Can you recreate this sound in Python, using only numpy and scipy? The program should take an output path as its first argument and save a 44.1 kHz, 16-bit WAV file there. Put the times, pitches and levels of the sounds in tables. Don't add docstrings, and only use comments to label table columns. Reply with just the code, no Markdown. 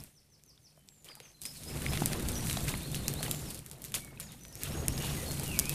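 import sys
import numpy as np
from scipy import signal
from scipy.io import wavfile
from scipy.ndimage import uniform_filter1d

SR = 44100
rng = np.random.default_rng(int(sys.argv[2]) if len(sys.argv) > 2 else 0)


def wav_record(signal):
    frames = np.transpose(np.atleast_2d(signal))
    bounded = np.clip(frames, -1, 1)
    quanta = np.round(bounded * 32767).astype(np.int16)
    wavfile.write(sys.argv[1], SR, quanta)


def gain_from_db(level_db):
    decades = np.asarray(level_db, float) / 20
    return 10 ** decades


N = 253134

# time in seconds, roar level in dB.
FLAME_ROAR = [(0.0, -50), (.12, -66.5), (1.0, -64.5), (1.4, -62), (1.46, -54), (1.59, -53), (1.74, -38),
              (2.22, -36), (2.78, -38.5), (2.86, -41.5), (3.15, -39), (3.5, -43), (3.63, -52),
              (4.11, -51.5), (4.52, -53.5), (4.75, -36.5), (4.91, -37), (5.74, -39.5)]
# time in seconds, hiss level in dB.
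SAP_HISS = [(0.0, -54.5), (.18, -73.5), (1.04, -69.5), (1.4, -68), (1.46, -55.5), (1.6, -51.5), (1.98, -43),
            (2.22, -48.5), (2.53, -42.5), (2.84, -49), (3.5, -49), (3.63, -60.5), (4.11, -63.5),
            (4.52, -60.5), (4.65, -46), (4.88, -51.5), (5.08, -43), (5.36, -45.5)]
# frequency in Hz, level in dB per Hz.
RUMBLE_COLOUR = [(8.8, -46), (15, 18.5), (32, -23), (59, 1), (101, -6), (141, 2), (159, -11.5), (178, -6.5),
                 (204, -4.5), (400, -19.5), (520, -65), (880, -120)]
# frequency in Hz, level in dB per Hz.
BODY_COLOUR = [(200, -18.5), (320, 3), (600, -2), (1000, -8.5), (1500, -12), (2200, -17.5)]
# frequency in Hz, level in dB per Hz.
RUSTLE_COLOUR = [(900, -6), (1500, -3), (2500, 2), (4000, -3.5), (6500, -13.5)]
# frequency in Hz, level in dB per Hz.
HISS_COLOUR = [(1500, -23), (3500, -2), (6000, -0.5), (9000, 4.5), (12500, 1), (15000, -5), (16500, 13)]
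# start in seconds, level in dB, # ring in
# Hz, t60 in seconds.
KNOCKS = [(0.776, -49.5, 650, 0.02), (1.087, -38, 3120, 0.014), (1.118, -46, 2250, .012),
          (1.098, -45.5, 1220, 0.02), (.578, -57, 1470, .01), (.577, -46, 3600, .008),
          (.0035, -35, 5300, .006), (1.756, -36, 6900, .006), (.922, -60, 800, .01), (.799, -58, 600, .015),
          (1.122, -51, 800, .012), (1.417, -49, 800, .01), (1.935, -29, 700, .012), (1.951, -33, 800, .01),
          (2.612, -33, 700, .012), (3.281, -31, 800, .014), (5.506, -37, 800, .01), (3.942, -36, 1000, .01),
          (2.932, -37, 700, .01), (2.776, -33, 10600, .025), (2.7568, -20, 10500, .002),
          (5.317, -28, 7500, .008), (1.17, -52, 850, 0.055), (1.204, -44, 487, 0.031),
          (1.864, -15.5, 2230, 0.0073), (2.019, -23, 205, 0.055), (2.021, -17, 815, 0.0098),
          (2.496, -43, 2700, .015), (2.571, -25.5, 714, 0.017), (2.573, -24, 3900, 0.0097),
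          (2.287, -29.5, 4500, 0.0092), (2.74, -17.5, 2100, 0.0052), (2.74, -23, 1010, 0.0064),
          (3.207, -32.5, 660, 0.026), (3.25, -38, 470, 0.045), (3.965, -38.5, 153, 0.12),
          (4.174, -41.5, 2540, .02), (4.199, -42, 1150, 0.01), (4.978, -28, 5100, 0.013)]
# start in seconds, level in dB, ring in Hz,
# swell after it in dB re level.
THIN_SNAPS = [(0.0383, -34, 13200, -26), (0.4371, -44, 6440, -31), (0.888, -34.5, 4300, -32),
              (1.045, -38, 10400, -13), (1.4172, -26, 9150, -18.5), (1.6346, -32, 8300, -21),
              (2.059, -6.5, 10200, -30.5), (4.1997, -24, 8200, -16.5), (2.5292, -17, 7300, -41),
              (2.681, -24, 6500, -10), (2.9173, -24.5, 8920, -28), (3.0817, -10, 7150, -28.5),
              (3.1386, -18.5, 11300, -28), (3.3122, -10.5, 10500, -28), (3.505, -30, 8160, -14.5),
              (3.5458, -26, 9650, -18.5), (3.6628, -27.5, 8600, -24), (3.7138, -26.5, 6960, -22),
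              (3.8198, -27, 11400, -25), (3.8416, -24.5, 7380, -33), (3.8483, -26, 9980, -18),
              (4.0478, -38, 8740, -18), (4.3204, -38, 6930, -16), (4.5546, -24.5, 8300, -42),
              (4.6345, -15, 8400, -31), (4.8828, -6.5, 8950, -37), (5.3974, -18.5, 9430, -27),
              (5.5908, -3.5, 10200, -34), (5.6562, -22, 6500, -37), (5.6945, -12, 8800, -27)]
# start in seconds, level in dB, ring in Hz,
# swell after it in dB re level.
THICK_SNAPS = [(1.1537, -42, 9000, -16), (1.2018, -37, 3800, -24), (1.454, -28, 5170, -14),
               (1.82, -31, 6500, -15.5), (1.9346, -26.5, 3730, -19), (1.9743, -24, 4020, -33),
               (2.0033, -23.5, 8900, -19), (2.1326, -23, 4540, -32), (2.1971, -33, 9260, -16),
               (2.4703, -30, 7270, -8), (2.4978, -25.5, 3320, -13.5), (2.5113, -18.5, 10000, -25),
               (2.5706, -29, 3900, -32), (2.9457, -22, 6800, -17), (3.2295, -22, 7000, -14),
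               (3.3466, -28, 9500, -22), (3.9204, -30.5, 9690, -26), (3.9419, -17, 5500, -14.5),
               (2.2866, -27, 7750, -13), (4.451, -40, 3600, -18), (4.9785, -32, 8000, -16),
               (5.3107, -28, 9000, -15), (5.4334, -26, 11400, -14.5)]
# start in seconds, level in dB, ring in Hz.
TICKS = [(.044, -44, 6000), (.204, -52, 9000), (.303, -56, 9500), (.815, -56, 9000), (.837, -56, 9300),
         (0.38, -54, 8590), (0.463, -42, 12200), (0.4943, -44, 11500), (0.7033, -51, 10300),
         (0.7936, -46, 10400), (1.0244, -49, 7080), (1.2945, -49, 7970), (2.119, -32, 7740),
         (2.2245, -25, 11500), (2.318, -23, 9860), (2.607, -24, 7800), (2.642, -25, 8370),
         (2.7743, -27, 10600), (2.832, -26.5, 8870), (3.5914, -27.5, 7770), (3.699, -33, 10900),
         (4.4358, -33, 10500), (4.483, -33, 11100), (4.527, -34, 8840), (4.5765, -37, 9850),
         (5.0245, -24, 8930), (5.232, -29, 9000), (5.059, -30, 11000), (5.011, -29, 11000),
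         (5.567, -30, 12000), (4.229, -36, 11000), (3.379, -33, 10500), (3.333, -31, 11000),
         (2.349, -31, 10000), (2.294, -30, 9000), (5.479, -21, 11700), (5.7294, -22, 11600)]
# start in seconds, level in dB, ring in Hz.
SPLINTERS = [(1.4259, -30, 8730), (1.4359, -27, 11100), (1.4539, -23, 8100), (1.4624, -25, 10500),
             (2.3555, -24, 3400), (2.38, -37, 4000), (2.462, -22, 7630), (2.6938, -22, 8360),
             (2.9544, -25, 7610), (3.9492, -20, 7280), (3.9519, -16, 7660), (3.9555, -19, 6840),
             (5.5907, -17, 3730), (5.5967, -7, 9500), (5.599, -11.5, 10500), (2.1205, -29, 6500),
             (2.834, -33, 7000), (3.555, -33, 7200), (3.65, -45, 7500), (4.353, -45, 7500),
             (2.128, -28, 3000), (2.691, -26, 3200), (2.695, -27, 3500), (3.9625, -31, 3400),
             (1.437, -42, 3000), (.884, -55, 2800), (4.978, -28, 3600), (5.461, -30, 4000),
             (5.546, -30, 11500), (1.4125, -40, 9000)]
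# start in seconds, level in dB, # ring in
# Hz.
CRACKLES = [(0.0383, -28.9, 12080), (0.4371, -42.7, 10210), (0.7714, -51.5, 8770), (0.8777, -49.7, 8780),
            (1.0447, -38.5, 9570), (1.1537, -33.9, 9610), (1.317, -49.7, 6730), (1.8205, -25.9, 8070),
            (1.9346, -27.1, 9900), (2.1603, -29.0, 8640), (2.1971, -27.9, 9640), (2.2282, -28.4, 10830),
            (2.2799, -33.2, 9890), (2.2866, -19.6, 9220), (2.3802, -27.9, 9460), (2.3871, -30.7, 7380),
            (2.4077, -30.3, 6000), (2.4847, -25.3, 10070), (2.4898, -26.7, 9330), (2.573, -27.7, 7370),
            (2.8772, -32.6, 10490), (2.9532, -24.0, 8500), (3.1819, -34.4, 9790), (3.2245, -30.5, 8310),
            (3.2564, -28.1, 9180), (3.2639, -27.6, 10650), (3.2807, -27.8, 8980), (3.2956, -25.8, 9300),
            (3.3205, -26.3, 9460), (3.3482, -26.5, 9760), (3.4862, -30.7, 10460), (3.5049, -29.2, 8240),
            (3.7317, -39.4, 10290), (3.7836, -43.4, 9330), (3.8565, -30.6, 9270), (3.8628, -33.6, 10020),
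            (3.9036, -40.3, 9430), (3.9207, -31.1, 10440), (4.0065, -33.2, 9170), (4.0478, -32.3, 8910),
            (4.074, -39.0, 9910), (4.2021, -32.9, 10040), (4.2115, -29.6, 8460), (4.3204, -38.9, 9760),
            (4.4121, -40.7, 8520), (4.4571, -40.1, 8980), (4.861, -34.8, 9190), (4.8858, -27.1, 10310),
            (4.9693, -32.0, 9320), (4.9886, -28.5, 7690), (5.2898, -28.9, 9190), (5.3105, -24.2, 10030),
            (5.3168, -23.3, 9280), (5.3405, -26.1, 9390), (5.3819, -29.1, 10900), (5.434, -25.6, 10800),
            (5.4441, -26.2, 10500), (5.4688, -25.5, 9320), (5.4917, -29.7, 10550), (5.5936, -22.9, 10900)]
# start in seconds, level in dB, ring in Hz.
POPS = [(1.1163, -43.5, 2280), (1.2051, -46.0, 2290), (1.3167, -47.6, 2900), (1.4171, -32.6, 3590),
        (1.6349, -35.6, 3130), (1.7735, -31.9, 2580), (1.8847, -31.5, 2760), (1.94, -28.4, 2720),
        (2.0223, -30.1, 2240), (2.0356, -32.0, 1890), (2.0674, -32.6, 2450), (2.1329, -27.7, 2510),
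        (2.38, -31.9, 3250), (2.5715, -24.2, 3240), (2.7515, -28.3, 2200), (2.8082, -33.7, 3460),
        (2.9611, -27.4, 2970), (3.1135, -32.5, 3860), (3.1389, -30.4, 3740), (3.2077, -33.0, 3410),
        (3.2295, -28.5, 3460), (3.2639, -31.3, 1930), (3.3119, -24.4, 3940), (3.4196, -38.6, 4000),
        (3.505, -35.9, 3660), (3.5462, -37.9, 3990), (3.5913, -39.9, 3270), (3.7137, -37.6, 3610),
        (3.7318, -43.3, 2530), (3.8488, -36.9, 3090), (3.9496, -25.5, 3560), (3.9554, -29.9, 2890),
        (4.1989, -40.0, 1270), (4.2116, -35.9, 3050), (4.2395, -40.2, 3050), (4.609, -38.7, 3540),
        (4.8824, -23.3, 3790), (4.9363, -37.0, 1980), (5.047, -25.6, 2800), (5.1032, -30.3, 2710),
        (5.5147, -30.4, 3020), (5.5906, -19.7, 3800), (5.5965, -21.6, 3850), (5.6944, -23.9, 3240)]
# start in seconds, level in dB.
FALL = [(0, 6500, -17), (.04, 6000, -3), (.056, 5330, 2), (.078, 3950, -5.5)]
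FALL_CALLS = [(0.126, -66.5), (0.286, -65.5), (.443, -62.5), (0.608, -62.5)]
HOOK = [(0, 4820, -7), (.04, 5115, 9.5), (.055, 5500, 2), (.07, 5470, -19)]
HOOK_CALLS = [(1.425, -56), (1.645, -60), (1.855, -57)]
RISE = [(0, 3454, 0), (.025, 3857, 0), (.048, 4330, 5.5), (.062, 4580, -17)]
RISE_CALLS = [(2.708, -54), (2.812, -54), (2.922, -54), (3.034, -52), (3.15, -52.5)]
SLIDE = [(0, 4590, -10), (.012, 5250, 2), (.032, 5700, -1), (.042, 6300, -9), (.052, 6650, -1.5),
         (.17, 6600, -6)]
SLIDE_CALLS = [(4.517, -58.5), (4.7, -53), (4.88, -51.5), (5.07, -54)]
DIP = [(0, 2973, -3), (.05, 2766, -4), (.1, 2365, -3), (.145, 2163, -9), (.22, 2498, -3), (.279, 2630, -5)]
DIP_CALLS = [(5.453, -45)]
# start in seconds, length in seconds,
# first pitch in Hz, last pitch in Hz, level in dB.
SWOOPS = [
    (1.087, .062, 4980, 3580, -55),
    (1.222, 0.072, 6400, 4300, -59),
]
SETTLES = [
    (1.335, 0.065, 4200, 4100, -64),
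    (1.768, 0.086, 4900, 4000, -60),
    (2.323, .14, 6800, 5830, -45.5),
    (5.252, .1, 4480, 4280, -47),
]
HELD_NOTES = [(.05, .15, 9250, 9100, -77), (0.529, .51, 10540, 10300, -84), (1.04, .32, 10400, 10600, -76),
              (0.759, 0.1, 3060, 3040, -78), (0.869, 0.17, 7850, 6850, -67.5),
              (1.555, .05, 4630, 3450, -59), (2.496, 0.05, 4250, 3480, -48), (3.279, 0.14, 7400, 6950, -53),
              (3.456, 0.073, 5800, 3850, -54), (3.975, 0.17, 2305, 2150, -61),
              (4.268, .02, 5500, 3900, -58), (4.286, .035, 3900, 3200, -60), (4.21, .07, 7270, 6350, -57),
              (4.396, .16, 6030, 5900, -59), (4.43, .2, 1875, 1840, -71.5), (4.994, .11, 2913, 2804, -51),
              (5.16, .08, 2080, 1840, -54), (2.19, .035, 3900, 3500, -56), (5.66, .03, 5600, 4000, -54),
              (5.618, .025, 5800, 4600, -57), (5.39, .02, 5000, 4000, -55), (5.495, .1, 3000, 2450, -54)]
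# share of the note that glides, bend of the glide,
# share before the peak, start level in dB, end level in dB.
SWOOP, SETTLE, HOLD = (1, 3.2, .4, -5, -12), (.24, .9, .25, -10, -14), (1, 1.0, .25, -3, -7)
# start in seconds, length in seconds, level in dB.
LEAF_STIRS = [(1.048, 0.1, -56), (1.186, 0.16, -62), (1.908, 0.083, -42.5), (2.09, 0.11, -44),
              (2.463, 0.093, -56), (2.653, 0.082, -42), (3.239, 0.064, -45.5), (3.931, 0.067, -50),
              (4.184, 0.1, -59), (4.265, .1, -60.5), (4.58, 0.17, -48), (4.96, 0.25, -45),
              (5.606, 0.18, -65)]
# start in seconds, end in seconds, level in dB.
SPLASHES = [
    (1.14, 1.2, -68),
    (3.4, 4.35, -58.5),
    (3.19, 3.34, -50.5),
]


def evened(x):
    return x / np.sqrt(np.mean(x ** 2) + 1e-20)


def add(mix, s, sound):
    part = mix[round(s * SR):][:len(sound)]
    part += sound[:len(part)]


def resonate(x, hz, width_hz):
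    turn = np.exp(2j * np.pi * np.cumsum(hz * np.ones(len(x))) / SR)
    r = np.exp(-np.pi * width_hz / SR)
    return 2 * (turn * signal.lfilter([1 - r], [1, -r], x / turn)).real


def noise(colour, size, patchy_db, flicker_db):
    frames, hz = 4 * N // size + 5, np.fft.rfftfreq(size, 1 / SR)
    a, b, patches = rng.standard_normal((frames, len(hz), 3)).T
    patches = uniform_filter1d(patches, size=6, axis=0)
    patches = evened(uniform_filter1d(patches, size=8, axis=1))
    flicker = evened(uniform_filter1d(rng.standard_normal(frames), size=4))
    f, db = np.transpose(colour)
    colour_db = np.interp(np.log(hz + 1), np.log(f), db, -70, -70)[:, None]
    z = (a + 1j * b) * gain_from_db(colour_db + patchy_db * patches + flicker_db * flicker)
    return evened(signal.istft(z, nperseg=size, noverlap=3 * size // 4)[1][:N])


def burst(hz, width, t60, size=400):
    t = np.arange(size) / SR
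    crack = (rng.standard_normal(size) + 4.5 * (t == 0)) * gain_from_db(-60 * t / t60)
    ring = resonate(np.diff(crack, prepend=0), hz, width * hz)
    ring = resonate(ring, hz, 2 * width * hz)
    return ring / np.linalg.norm(ring)


def flames(rumble_db, body_db, rustle_db):
    hum_hz, hum_width_hz = 148.6, 20.0
    hum = resonate(rng.standard_normal(N), hum_hz, hum_width_hz)
    hum = evened(resonate(hum, hum_hz, hum_width_hz))
    roar = noise(RUMBLE_COLOUR, size=4096, patchy_db=0.83, flicker_db=0.8)
    rumble = evened(roar + gain_from_db(-6) * hum)
    body = noise(BODY_COLOUR, size=512, patchy_db=2.3, flicker_db=1.14)
    rustle = noise(RUSTLE_COLOUR, size=256, patchy_db=2.5, flicker_db=1.8)
    return gain_from_db(rumble_db) * rumble + gain_from_db(body_db) * body + gain_from_db(rustle_db) * rustle


def sizzle():
    ticks = np.zeros(N)
    clumps = gain_from_db(5.0 * evened(uniform_filter1d(rng.standard_normal(N), size=1500)))
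    for hz in np.geomspace(3000, 12500, num=12):
        size = gain_from_db(3.1 * np.minimum(rng.exponential(1, N), 3))
        size *= rng.random(N) < 22 * clumps / SR
        ticks += signal.oaconvolve(size, burst(hz, width=0.7, t60=0.005))[:N]
    steam = noise(HISS_COLOUR, size=256, patchy_db=1.2, flicker_db=1.2)
    return steam + gain_from_db(-6.5) * evened(ticks)


def knocks():
    out, t = np.zeros(N), np.arange(SR // 5) / SR
    for s, db, hz, t60 in KNOCKS:
        decay = gain_from_db(-60 * t / t60)
        ring = np.sin(2 * np.pi * hz * t) + 0.6 * np.sin(2 * np.pi * 1.52 * hz * t) * decay
        add(out, s, gain_from_db(db) * decay * ring * np.minimum(t / 0.00068, 1))
    return out


def snaps():
    thin_low_db, thick_low_db, low_db_per_octave = -15, 0, -5
    out, puffs = np.zeros(N), np.zeros(N)
    t = np.arange(SR // 2) / SR
    fade = gain_from_db(-60 * t / 0.11) ** 2 + gain_from_db(-6.0 - 60 * t / 0.32) ** 2
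    for twigs, low_db in ((THIN_SNAPS, thin_low_db), (THICK_SNAPS, thick_low_db)):
        for s, db, hz, puff_db in twigs:
            low = resonate(burst(2340, width=1.0, t60=0.0095), 1500, 4200)
            low *= gain_from_db(low_db + low_db_per_octave * np.log2(hz / 6000))
            add(out, s, gain_from_db(db + 7.5) * (burst(hz, width=0.92, t60=0.0017) + low))
            add(puffs, s, gain_from_db(db + puff_db) ** 2 * fade)
    small = ((TICKS, 1.0, .0037), (SPLINTERS, 1.0, .0037), (CRACKLES, .9, .003), (POPS, .6, .006))
    for cracks, width, t60 in small:
        for s, db, hz in cracks:
            add(out, s, gain_from_db(db + 7.0) * burst(hz, width, t60))
    air = signal.butter(2, 13300, fs=SR)
    return signal.lfilter(*air, 1.1 * out), puffs


def whistle(rows):
    s, hz, db = np.transpose(rows)
    t = np.arange(s[0], s[-1], 1 / SR)
    tremble, flutter = evened(uniform_filter1d(rng.standard_normal((2, len(t))), size=200))
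    pitch = uniform_filter1d(np.interp(t, s, hz), size=500) + 30 * tremble
    turns = np.cumsum(pitch) / SR
    level = np.sqrt(2) * gain_from_db(np.interp(t, s, db) + 1.8 * flutter)
    return level * np.sin(2 * np.pi * turns) * signal.windows.tukey(len(t), .2)


def note(length, from_hz, to_hz, db, glide, bend, peak, start_db, end_db):
    u = np.linspace(0, 1, num=21)
    level_db = db + np.interp(u, [0, peak, 1], [start_db, 0, end_db])
    hz = from_hz + (to_hz - from_hz) * np.minimum(u / glide, 1) ** bend
    return whistle(np.transpose([u * length, hz, level_db]))


def birds():
    out = np.zeros(N)
    songs = ((FALL, FALL_CALLS), (HOOK, HOOK_CALLS), (RISE, RISE_CALLS), (SLIDE, SLIDE_CALLS), (DIP, DIP_CALLS))
    for shape, calls in songs:
        for s, db in calls:
            add(out, s, gain_from_db(db) * whistle(shape))
    for manner, notes in ((SWOOP, SWOOPS), (SETTLE, SETTLES), (HOLD, HELD_NOTES)):
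        for s, *row in notes:
            add(out, s, note(*row, *manner))
    t = np.arange(SR // 2) / SR
    echo_t60, echo_rise_s = .38, .01
    wood = rng.standard_normal(len(t)) * gain_from_db(-60 * t / echo_t60) * np.minimum(t / echo_rise_s, 1)
    return out + gain_from_db(-1.5) * signal.oaconvolve(out, wood / np.linalg.norm(wood))[:N]


def stirs():
    out = np.zeros(N)
    for s, length, db in LEAF_STIRS:
        u = np.arange(0, 1, 1 / (length * SR))
        add(out, s, gain_from_db(db) ** 2 * np.interp(u, [0, 0.37, 1], [0, 1, 0]) ** 2)
    return out


def splashes():
    out, t = np.zeros(N), np.arange(SR // 40) / SR
    for s, end, db in SPLASHES:
        for at, pitch, size in rng.random((90, 3)):
            hz = 600 * 7.5 ** pitch
            drop = np.sin(2 * np.pi * hz * t * (1 + 5.8 * t))
            drop *= np.exp(-t * hz / 3.6) * np.minimum(t * hz, 1)
            add(out, s + (end - s) * at ** 1.4, gain_from_db(db + 10.2 * size ** 3) * drop)
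    return out


def scene():
    t = np.arange(N) / SR
    roar_db = np.interp(t, *np.transpose(FLAME_ROAR))
    sap_db = np.interp(t, *np.transpose(SAP_HISS))
    stirred = stirs()

    def with_stirs(db, stir_db):
        return 10 * np.log10(gain_from_db(db) ** 2 + gain_from_db(stir_db) ** 2 * stirred)

    body_db = with_stirs(roar_db - 10, -5.5)
    leaf_db = with_stirs(roar_db + 0.55 * (sap_db - roar_db) - 9.5, 0)
    hiss_db = with_stirs(sap_db, -5)
    cracks, puffs = snaps()
    swell_db = 10 * np.log10(1 + puffs / gain_from_db(hiss_db) ** 2)
    swell_db = np.minimum(swell_db, np.maximum(-33.5 - hiss_db, 0))
    rumble_db = roar_db + 0.06 * (roar_db + 37)
    fire = flames(rumble_db + 0.22 * swell_db, body_db + 0.24 * swell_db, leaf_db + 0.41 * swell_db)
    hiss = gain_from_db(hiss_db + swell_db) * sizzle()
    return (fire + hiss + cracks + knocks() + splashes() + birds())[None]


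def band_limit(x):
    return signal.sosfilt(signal.butter(12, 16460, fs=SR, output="sos"), x)


def record(dry):
    lowpass = signal.firwin(1023, 15020, window=("kaiser", 9), fs=SR)
    limited = signal.oaconvolve(dry, lowpass[None], "same")
    top = dry - limited
    sudden = uniform_filter1d(top ** 2, size=200) / (uniform_filter1d(top ** 2, size=4000) + 1e-14)
    leak = uniform_filter1d(np.clip(sudden - 3.0, 0, 1), size=200)
    return band_limit(limited + gain_from_db(-27) * leak * top)


dry = scene()
out = record(dry)
wav_record(out)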